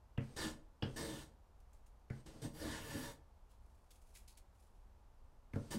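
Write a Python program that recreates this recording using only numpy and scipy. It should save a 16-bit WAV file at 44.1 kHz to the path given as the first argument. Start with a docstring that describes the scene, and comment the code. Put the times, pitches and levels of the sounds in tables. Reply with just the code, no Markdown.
"""A steel hand plane works the edge of a board in a bench vise; a small workshop, mono.
Over a faint room rumble the sole knocks down on the board, then slides with a thin squeal.
The iron bites: tearing fibres hiss and shake iron, plane and board, the shaving rings lower
as it grows, and stick-slip judders the bench. Between strokes fingers pull the shaving from
the plane with a dry rustle. Four strokes; the third runs into one long, slow cut."""
import sys
import numpy as np
from scipy import signal
from scipy.fft import rfft, irfft
from scipy.io import wavfile
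from scipy.ndimage import uniform_filter1d

SR = 44100
rng = np.random.default_rng(int(sys.argv[2]) if len(sys.argv) > 2 else 0)


def wav_record(signal):
    """Record a signal, one row per channel, as 16-bit PCM in the file named by sys.argv[1]."""
    frames = np.transpose(np.atleast_2d(signal))
    bounded = np.clip(frames, -1, 1)
    # unit amplitude maps onto the largest positive 16-bit level
    quanta = np.round(bounded * 32767).astype(np.int16)
    wavfile.write(sys.argv[1], SR, quanta)


N = 254898
TIME = np.arange(N) / SR
USUAL_FORCE_DB, USUAL_FIZZ_DB = -49, -63.5   # levels at which force and fizz drive are 1


def from_db(db):
    """Decibels to gain."""
    return 10 ** (np.asarray(db) / 20)


def unit_rms(x):
    """Scale to rms 1."""
    return x / np.sqrt(np.mean(x ** 2) + 1e-20)


def evened(x, window_s):
    """Hold the running rms at 1, as a steady push does."""
    return x / np.sqrt(np.maximum(uniform_filter1d(x ** 2, int(window_s * SR)), 1e-20))


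def coloured(x, spectrum):
    """Shape a steady signal by (freq_hz, level_db) points; rms 1."""
    hz, db = np.transpose(spectrum)
    bins_hz = np.maximum(np.arange(N // 2 + 1) * SR / N, 1)
    gain = from_db(np.interp(np.log(bins_hz), np.log(hz), db))
    return unit_rms(irfft(rfft(x) * gain, N))


def drift(rate_hz):
    """Random wander, rate_hz knots a second; rms 1."""
    knots = rng.standard_normal(N // 8)
    return unit_rms(np.interp(TIME * rate_hz, np.arange(len(knots)), knots))


def low_pass(x, hz, order):
    """Causal Butterworth low-pass."""
    return signal.sosfilt(signal.butter(order, min(hz, .45 * SR), fs=SR, output="sos"), x + 1e-18)


def resonate(x, hz, width_hz):
    """Resonance with peak gain 1."""
    r, w = np.exp(-np.pi * width_hz / SR), 2 * np.pi * hz / SR
    return signal.lfilter(np.array([1, 0, -1]) * (1 - r * r) / 2, [1, -2 * r * np.cos(w), r * r], x)


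def resonator_bank(x, modes):
    """Parallel resonances of alternating sign; rms 1."""
    return unit_rms(sum((-1) ** k * from_db(db) * resonate(x, hz, width_hz)
                        for k, (hz, width_hz, db) in enumerate(modes)))


def ring(x, hz, t60_s):
    """Mode that a unit click rings at height 1."""
    r, w = np.exp(-np.log(1000) / (t60_s * SR)), 2 * np.pi * hz / SR
    return signal.lfilter([0, np.sin(w)], [1, -2 * r * np.cos(w), r * r], x + 1e-18)


def swell(start_s, end_s, rise_s, t60_s):
    """Envelope: rise up to start_s, hold to end_s, decay."""
    out = np.zeros(N)
    near = (TIME > start_s - 4 * rise_s) & (TIME < end_s + 2 * t60_s)
    attack = (np.minimum(TIME[near] - start_s, 0) / rise_s) ** 2
    decay = np.log(1000) * np.maximum(TIME[near] - end_s, 0) / t60_s
    out[near] = np.exp(-attack - decay)
    return out


def fractures(per_s=9000, spread_db=0.5, clump_db=1.0, clump_hz=450):
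    """Wood fibres snap: uneven random clicks in clumps; rms 1."""
    sizes = from_db(spread_db * np.minimum(rng.exponential(1, N), 4) + clump_db * drift(clump_hz))
    return unit_rms(sizes * rng.choice([-1, 1], N) * (rng.random(N) < per_s / SR))


# room noise spectrum: freq_hz, level_db
RUMBLE_SPECTRUM = [(11, -29.5), (18, 0.5), (70, -5.5), (90, -15), (163, -28.5), (199, -25), (304, -31),
                   (371, -29.5), (711, -29.5), (891, -28), (1910, -43.5), (3770, -48.5), (5440, -49.5),
                   (13800, -55.5), (15500, -70)]


def room_rumble(level_db=-61):
    """Faint, steady low noise of the room."""
    return from_db(level_db) * coloured(rng.standard_normal(N), RUMBLE_SPECTRUM)


# sole landings: start_s, thud_db, clack_db, clack_top_hz, ping_db
KNOCKS = [(0.178, -38, -49.5, 3100, -46.5), (0.825, -49.5, -44, 3180, -41.5),
          (0.827, -36.5, -50, 5300, -46.5), (2.102, -36, -53.5, 2150, -56.5),
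          (5.536, -36, -54.5, 2440, -53), (5.558, -40, -47, 1345, -58)]
# clack spectrum: freq_hz, level_db
CLACK_SPECTRUM = [(90, -8), (300, 13.5), (600, 4), (800, 1), (1200, -2.5), (1650, 3.5), (2400, -1),
                  (3150, 0), (3900, -6.5), (5000, -4.5), (9000, -9.5)]


def sole_clack(rattle_db=0.5, tick_db=-58.5, ping_ratio=0.897, ping_width_hz=700):
    """The landing plane clacks; close modes of the steel sole ping just below the clack's top."""
    dense_modes = evened(coloured(rng.standard_normal(N), CLACK_SPECTRUM), window_s=0.018)
    out = np.zeros(N)
    for start_s, _, clack_db, top_hz, ping_db in KNOCKS:
        crack = swell(start_s, start_s, rise_s=0.0002, t60_s=0.038) * dense_modes
        rattle = from_db(rattle_db) * swell(start_s, start_s, rise_s=0.0014, t60_s=0.23) * dense_modes
        clack = from_db(clack_db) * low_pass(crack + rattle, top_hz, order=16)
        tick = from_db(tick_db) * low_pass(crack, hz=9000, order=1)
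        ping_hz = ping_ratio * top_hz
        cluster = resonate(resonate(dense_modes, ping_hz, ping_width_hz), ping_hz, ping_width_hz)
        ping = swell(start_s, start_s, rise_s=0.0016, t60_s=0.014) * evened(cluster, window_s=0.015)
        out += clack + tick + from_db(ping_db) * ping
    return out


# modes of board, vise and bench: freq_hz, t60_s, struck_db, dragged_db
BENCH_MODES = [(65.2, 0.26, -34, -3.5), (96, 0.13, 2, 0), (126.4, 0.2, 3, -0.5), (150.3, 0.33, -16, -1.5),
               (219.6, 0.16, 2, -1.5), (256.2, 0.15, -4, -2.5), (314.5, 0.2, -14.5, 1), (454, 0.16, -8, -3),
               (523.5, 0.059, -14, -3), (562, 0.2, -10.5, -2.5), (654.5, 0.13, -22.5, -6.5)]


def bench_thud(lag_s=0.00298, usual_cutoff_hz=360, usual_clack_db=-50, db_per_octave=1.5, vary_db=1.0):
    """Each landing rings the heavy bench, brighter under a harder blow."""
    blows = []
    for start_s, thud_db, clack_db, _, _ in KNOCKS:
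        push = from_db(thud_db) * signal.unit_impulse(N, int((start_s + lag_s) * SR))
        cutoff_hz = usual_cutoff_hz * 2 ** ((clack_db - usual_clack_db) / db_per_octave)
        blows.append(low_pass(push, cutoff_hz, order=1))
    # each blow lands on another spot and weights the modes differently
    shares = from_db(vary_db * rng.standard_normal((len(KNOCKS), len(BENCH_MODES))))
    mode_forces = shares.T @ np.array(blows)
    return -sum((-1) ** (k // 3) * from_db(db) * ring(mode_forces[k], hz, t60_s)
                for k, (hz, t60_s, db, _) in enumerate(BENCH_MODES))


# slides before the bite: start_s, end_s, level_db
SLIDES = [(0.226, 0.383, -67), (0.849, 0.974, -65.5), (2.131, 2.203, -68), (2.287, 2.408, -65),
          (5.562, 5.73, -65)]
# rubbing spectrum: freq_hz, level_db
RUB_SPECTRUM = [(150, 19), (400, 21.5), (1500, 6), (2500, 3), (4700, 4.5), (7800, -1), (9200, -2),
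                (12000, -6), (16000, -17)]
# friction resonances of the sole: freq_hz, width_hz, level_db
SQUEAL_MODES = [(4560, 100, 1.5), (4960, 66, 0), (6080, 160, 6.5), (8130, 200, 0), (8400, 70, 16),
                (8710, 82, 4), (9100, 74, -25)]


def sole_slide(force, squeal_drive, pressed_db=-57.0, free_squeal_db=-10.5, gather_db=8.0):
    """The sole rubs the grain, harder in a cut; its thin squeal grows as it gathers speed."""
    rub = coloured(rng.standard_normal(N), RUB_SPECTRUM)
    squeal = evened(resonator_bank(rng.standard_normal(N), SQUEAL_MODES), window_s=0.042)
    flutter = unit_rms(from_db(2.5 * drift(rate_hz=60)))
    rub_drive = from_db(pressed_db) * force
    for start_s, end_s, db in SLIDES:
        contact = from_db(db) * swell(start_s, end_s, rise_s=0.029, t60_s=0.14)
        speed_db = np.interp(TIME, [start_s, end_s], [-gather_db, 0])
        rub_drive = rub_drive + contact
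        squeal_drive = squeal_drive + contact * from_db(free_squeal_db + speed_db)
    return rub_drive * rub + squeal_drive * flutter * squeal


# short cuts: bite_s, peak_s, end_s, force_db, sag_db_per_s, fizz_rel_db, singing_rel_db, squeal_rel_db
SHORT_CUTS = [(0.368, 0.44, 0.5, -44, 140, -4.5, -2.5, -20), (0.966, 0.956, 1.225, -47.5, 43, 1, -0.5, -11),
              (2.265, 2.288, 2.243, -59, 148, -3, 4, -26), (2.422, 2.446, 2.46, -54.5, 103, 1.5, -2, -4.5),
              (5.711, 5.715, 5.74, -47.5, -1, 2, -4.5, -13.5)]
# course of the slow cut: time_s, force_db, fizz_db
LONG_CUT = [(2.52, -86, -93), (2.546, -65, -69), (2.626, -52.5, -62), (2.742, -49.5, -71),
            (2.82, -56.5, -66), (2.886, -55, -62), (2.912, -51.5, -64.5), (3.004, -53, -60.5),
            (3.056, -51, -63), (3.116, -58.5, -68.5), (3.19, -88, -98)]


def cut_drives(rise_s=0.0041, build_db_per_s=34, long_singing_db=1.5,
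               fizz_power=0.96, singing_power=1.48):
    """Force on the iron builds, sags and lets go; returns it with the fizz, singing and squeal drives."""
    times_s, force_db, fizz_db = np.transpose(LONG_CUT)
    in_wood = swell(times_s[0], times_s[-1], rise_s, t60_s=0.087)
    force = in_wood * from_db(np.interp(TIME, times_s, force_db) - USUAL_FORCE_DB)
    fizz = in_wood * from_db(np.interp(TIME, times_s, fizz_db) - USUAL_FIZZ_DB)
    singing = from_db(long_singing_db) * force ** singing_power
    squeal = np.zeros(N)
    for bite_s, peak_s, end_s, db, sag_db_per_s, fizz_rel_db, sing_rel_db, squeal_rel_db in SHORT_CUTS:
        # a peak outside bite_s..end_s turns that slope into a constant boost
        build_db = build_db_per_s * np.clip(peak_s - TIME, 0, peak_s - bite_s)
        sag_db = sag_db_per_s * np.clip(TIME - peak_s, 0, end_s - peak_s)
        push = from_db(db - USUAL_FORCE_DB - build_db - sag_db) * swell(bite_s, end_s, rise_s, t60_s=0.19)
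        force += push
        fizz += from_db(fizz_rel_db) * push ** fizz_power
        singing += from_db(sing_rel_db) * push ** singing_power
        squeal += from_db(USUAL_FORCE_DB + squeal_rel_db) * push
    return force, fizz, singing, squeal


# tearing spectrum: freq_hz, level_db
TEAR_SPECTRUM = [(1200, -35), (2400, -6.5), (3200, 4.5), (5500, 3.5), (7000, -4.5), (9000, 3.5),
                 (10000, -8), (12000, -16), (16000, -41)]
# treble fizz spectrum: freq_hz, level_db
FIZZ_SPECTRUM = [(6000, -44), (9000, -10), (10200, -3), (11800, -1.5), (13300, -6.5), (16000, -6)]
# upper resonances of iron and cap: freq_hz, width_hz, level_db
IRON_MODES = [(2504, 84, -3.5), (2900, 180, 2), (3098, 26, 8), (3680, 41, 9.5), (4060, 39, 2),
              (4420, 29, 1), (4650, 32, 11), (4960, 88, 5), (5520, 120, -12), (5720, 63, 8), (6740, 160, 6),
              (7870, 510, 2), (8910, 200, -1.5), (11030, 170, -6)]


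def fibre_tear(fibres, force, fizz_drive, hiss_db=-58.0, iron_db=-57.5, fizz_db=-63.5, force_power=0.89):
    """Fibres giving way at the edge hiss, fizz and ring the iron."""
    hiss = from_db(hiss_db) * coloured(fibres, TEAR_SPECTRUM)
    iron = from_db(iron_db) * resonator_bank(fractures(), IRON_MODES)
    fizz = from_db(fizz_db) * coloured(fibres, FIZZ_SPECTRUM)
    return force ** force_power * (hiss + iron) + fizz_drive * fizz


# plane body resonances: freq_hz, width_hz, level_db
PLANE_MODES = [(822, 194, -2.5), (929, 38, 6.5), (1035, 110, -3.5), (1220, 72, -4), (1440, 43, 0.5),
               (1470, 230, -14.5), (1790, 58, -8), (2164, 54, -5)]


def plane_rasp(fibres, force, body_db=-56.0, grit_db=-62.0, lag_s=0.012, load_power=0.94):
    """Jerks of the fibres shake the heavy plane body, which takes up the force with a lag."""
    body = from_db(body_db) * resonator_bank(fractures(), PLANE_MODES)
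    grit = from_db(grit_db) * unit_rms(resonate(fibres, hz=1070, width_hz=1100))
    pole = np.exp(-1 / (lag_s * SR))
    lagged_force = signal.lfilter([1 - pole], [1, -pole], force + 1e-18)
    return np.minimum(force, lagged_force) ** load_power * (body + grit)


def iron_singing(drive, level_db=-55.5):
    """Snapping fibres keep one mode of the iron singing."""
    mode = resonate(fractures(), hz=1757, width_hz=84)
    return from_db(level_db) * drive * evened(mode, window_s=0.068)


# stick-slip bursts: start_s, end_s, level_db, rate_hz
JUDDERS = [(0.454, 0.472, -48.5, 222), (0.999, 1.136, -53, 327), (2.365, 2.367, -57.5, 225),
           (2.44, 2.464, -47, 214), (2.627, 2.692, -49.5, 260), (2.954, 2.97, -45.5, 262),
           (5.758, 5.78, -41, 222)]


def board_drum(fibres, force, drag_db=-52.5, drag_power=0.49, judder_db=13.5, width_oct=0.57,
               wander_db=2.0):
    """The dragged board drums; stick-slip swells it, most in the modes near the judder rate."""
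    bursts = [from_db(db) * swell(start_s, end_s, rise_s=0.013, t60_s=0.13)
              for start_s, end_s, db, _ in JUDDERS]
    envelope = from_db(drag_db) * force ** drag_power + sum(bursts)
    drum = np.zeros(N)
    for k, (hz, t60_s, _, db) in enumerate(BENCH_MODES):
        near_judder = sum(burst * np.exp(-(np.log2(hz / rate_hz) / width_oct) ** 2)
                          for burst, (*_, rate_hz) in zip(bursts, JUDDERS))
        mode_db = db + judder_db * near_judder / (envelope + 1e-12) + wander_db * drift(rate_hz=14)
        drum += (-1) ** k * ring(fibres * from_db(mode_db), hz, t60_s)
    return envelope * evened(drum, window_s=0.03)


# growing shavings: start_s, end_s, level_db, time_constant_s
CURLS = [(0.386, 0.463, -53.5, 0.043), (0.978, 1.204, -59, 0.11), (2.606, 2.98, -59, 0.067)]


def shaving_curl(first_hz=5420, last_hz=2743, half_width_hz=380, fade_db=5.5):
    """Shaken by the cut, the lengthening shaving is a broad resonance that sinks and fades."""
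    shake = evened(low_pass(rng.standard_normal(N), half_width_hz, order=2), window_s=0.034)
    out = np.zeros(N)
    for start_s, end_s, db, time_constant_s in CURLS:
        grown = 1 - np.exp(-np.maximum(TIME - start_s, 0) / time_constant_s)
        cycles = np.cumsum(first_hz + (last_hz - first_hz) * grown) / SR
        envelope = from_db(db - fade_db * grown) * swell(start_s, end_s, rise_s=0.0018, t60_s=0.06)
        out += envelope * np.sqrt(2) * np.sin(2 * np.pi * cycles)
    return shake * out


# tugs at the shaving: peak_s, level_db, rise_s, t60_s, pitch_hz
TUGS = [(1.604, -74, 0.0028, 0.038, 7130), (1.732, -76.5, .0026, 0.24, 7500),
        (1.866, -72, 0.004, 0.078, 6840), (3.503, -75.5, 0.0063, .24, 3400),
        (3.907, -60.5, .0015, 0.072, 3500), (4.162, -61, 0.013, 0.16, 2530),
        (4.281, -63, 0.0037, 0.21, 4260), (4.374, -60, 0.0016, 0.065, 4060)]
# fingers working at the curl: start_s, end_s, level_db
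FUMBLES = [(3.65, 3.85, -86), (3.957, 4.156, -81.5), (4.57, 4.63, -82.5)]
# dry shaving spectrum: freq_hz, level_db
CRACKLE_SPECTRUM = [(760, -50), (1300, -23), (1490, -1), (1770, -8), (2370, 0.5), (3070, -0.5), (3520, -1),
                    (10100, 2.5), (15500, -9.5)]


def shaving_rustle(pitched_db=-5.5, width_hz=1100):
    """The dry curl crackles as fingers draw it out, each fold at its own pitch, faintly in between."""
    folds = fractures(per_s=7100, spread_db=2.5, clump_db=6.0, clump_hz=260)
    crackle = coloured(fractures(per_s=5900, spread_db=0.5, clump_db=2.0, clump_hz=200), CRACKLE_SPECTRUM)
    tugs = np.zeros(N)
    for peak_s, db, rise_s, t60_s, pitch_hz in TUGS:
        pitched = from_db(pitched_db) * unit_rms(resonate(folds, pitch_hz, width_hz))
        envelope = from_db(db) * swell(peak_s, peak_s, rise_s, t60_s)
        tugs += envelope * evened(crackle + pitched, window_s=0.042)
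    fumbling = sum(from_db(db) * swell(start_s, end_s, rise_s=0.032, t60_s=0.99)
                   for start_s, end_s, db in FUMBLES)
    flutter = from_db(2.5 * drift(rate_hz=110))
    return tugs + fumbling * unit_rms(flutter * crackle)


def workshop_reverb(x, low_t60_s=0.31, high_t60_s=0.14, low_db=-4.5, high_db=-6.0, shift_hz=2.2):
    """A cluttered room scatters a short tail, longer in the lows, that shifts as the plane travels."""
    t = TIME[:SR // 2]
    white = rng.standard_normal((2, len(t))) * (t > .004)
    lows = low_pass(white, hz=1500, order=1)
    tails = 0
    for band, t60_s, db in ((lows, low_t60_s, low_db), (white - lows, high_t60_s, high_db)):
        decay = np.exp(-np.log(1000) * t / t60_s)
        tails = tails + from_db(db) * band * decay / np.linalg.norm(decay)
    here, there = (signal.fftconvolve(x, tail)[:N] for tail in tails)
    blend_rad = 2 * np.pi * shift_hz * TIME + drift(shift_hz)
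    return x + np.cos(blend_rad) * here + np.sin(blend_rad) * there


def scene():
    """Plane, bench and shaving in the room, over its rumble; two equal channels."""
    force, fizz_drive, singing_drive, squeal_drive = cut_drives()
    fibres = fractures()
    cut = fibre_tear(fibres, force, fizz_drive) + plane_rasp(fibres, force)
    cut += iron_singing(singing_drive) + board_drum(fibres, force) + shaving_curl()
    handling = sole_slide(force, squeal_drive) + sole_clack() + bench_thud() + shaving_rustle()
    return np.tile(workshop_reverb(cut + handling) + room_rumble(), (2, 1))


def record(dry):
    """Steep low-pass at 15750 Hz."""
    return signal.sosfilt(signal.ellip(12, .1, 100, 15750, fs=SR, output="sos"), dry)


dry = scene()
out = record(dry)
wav_record(out)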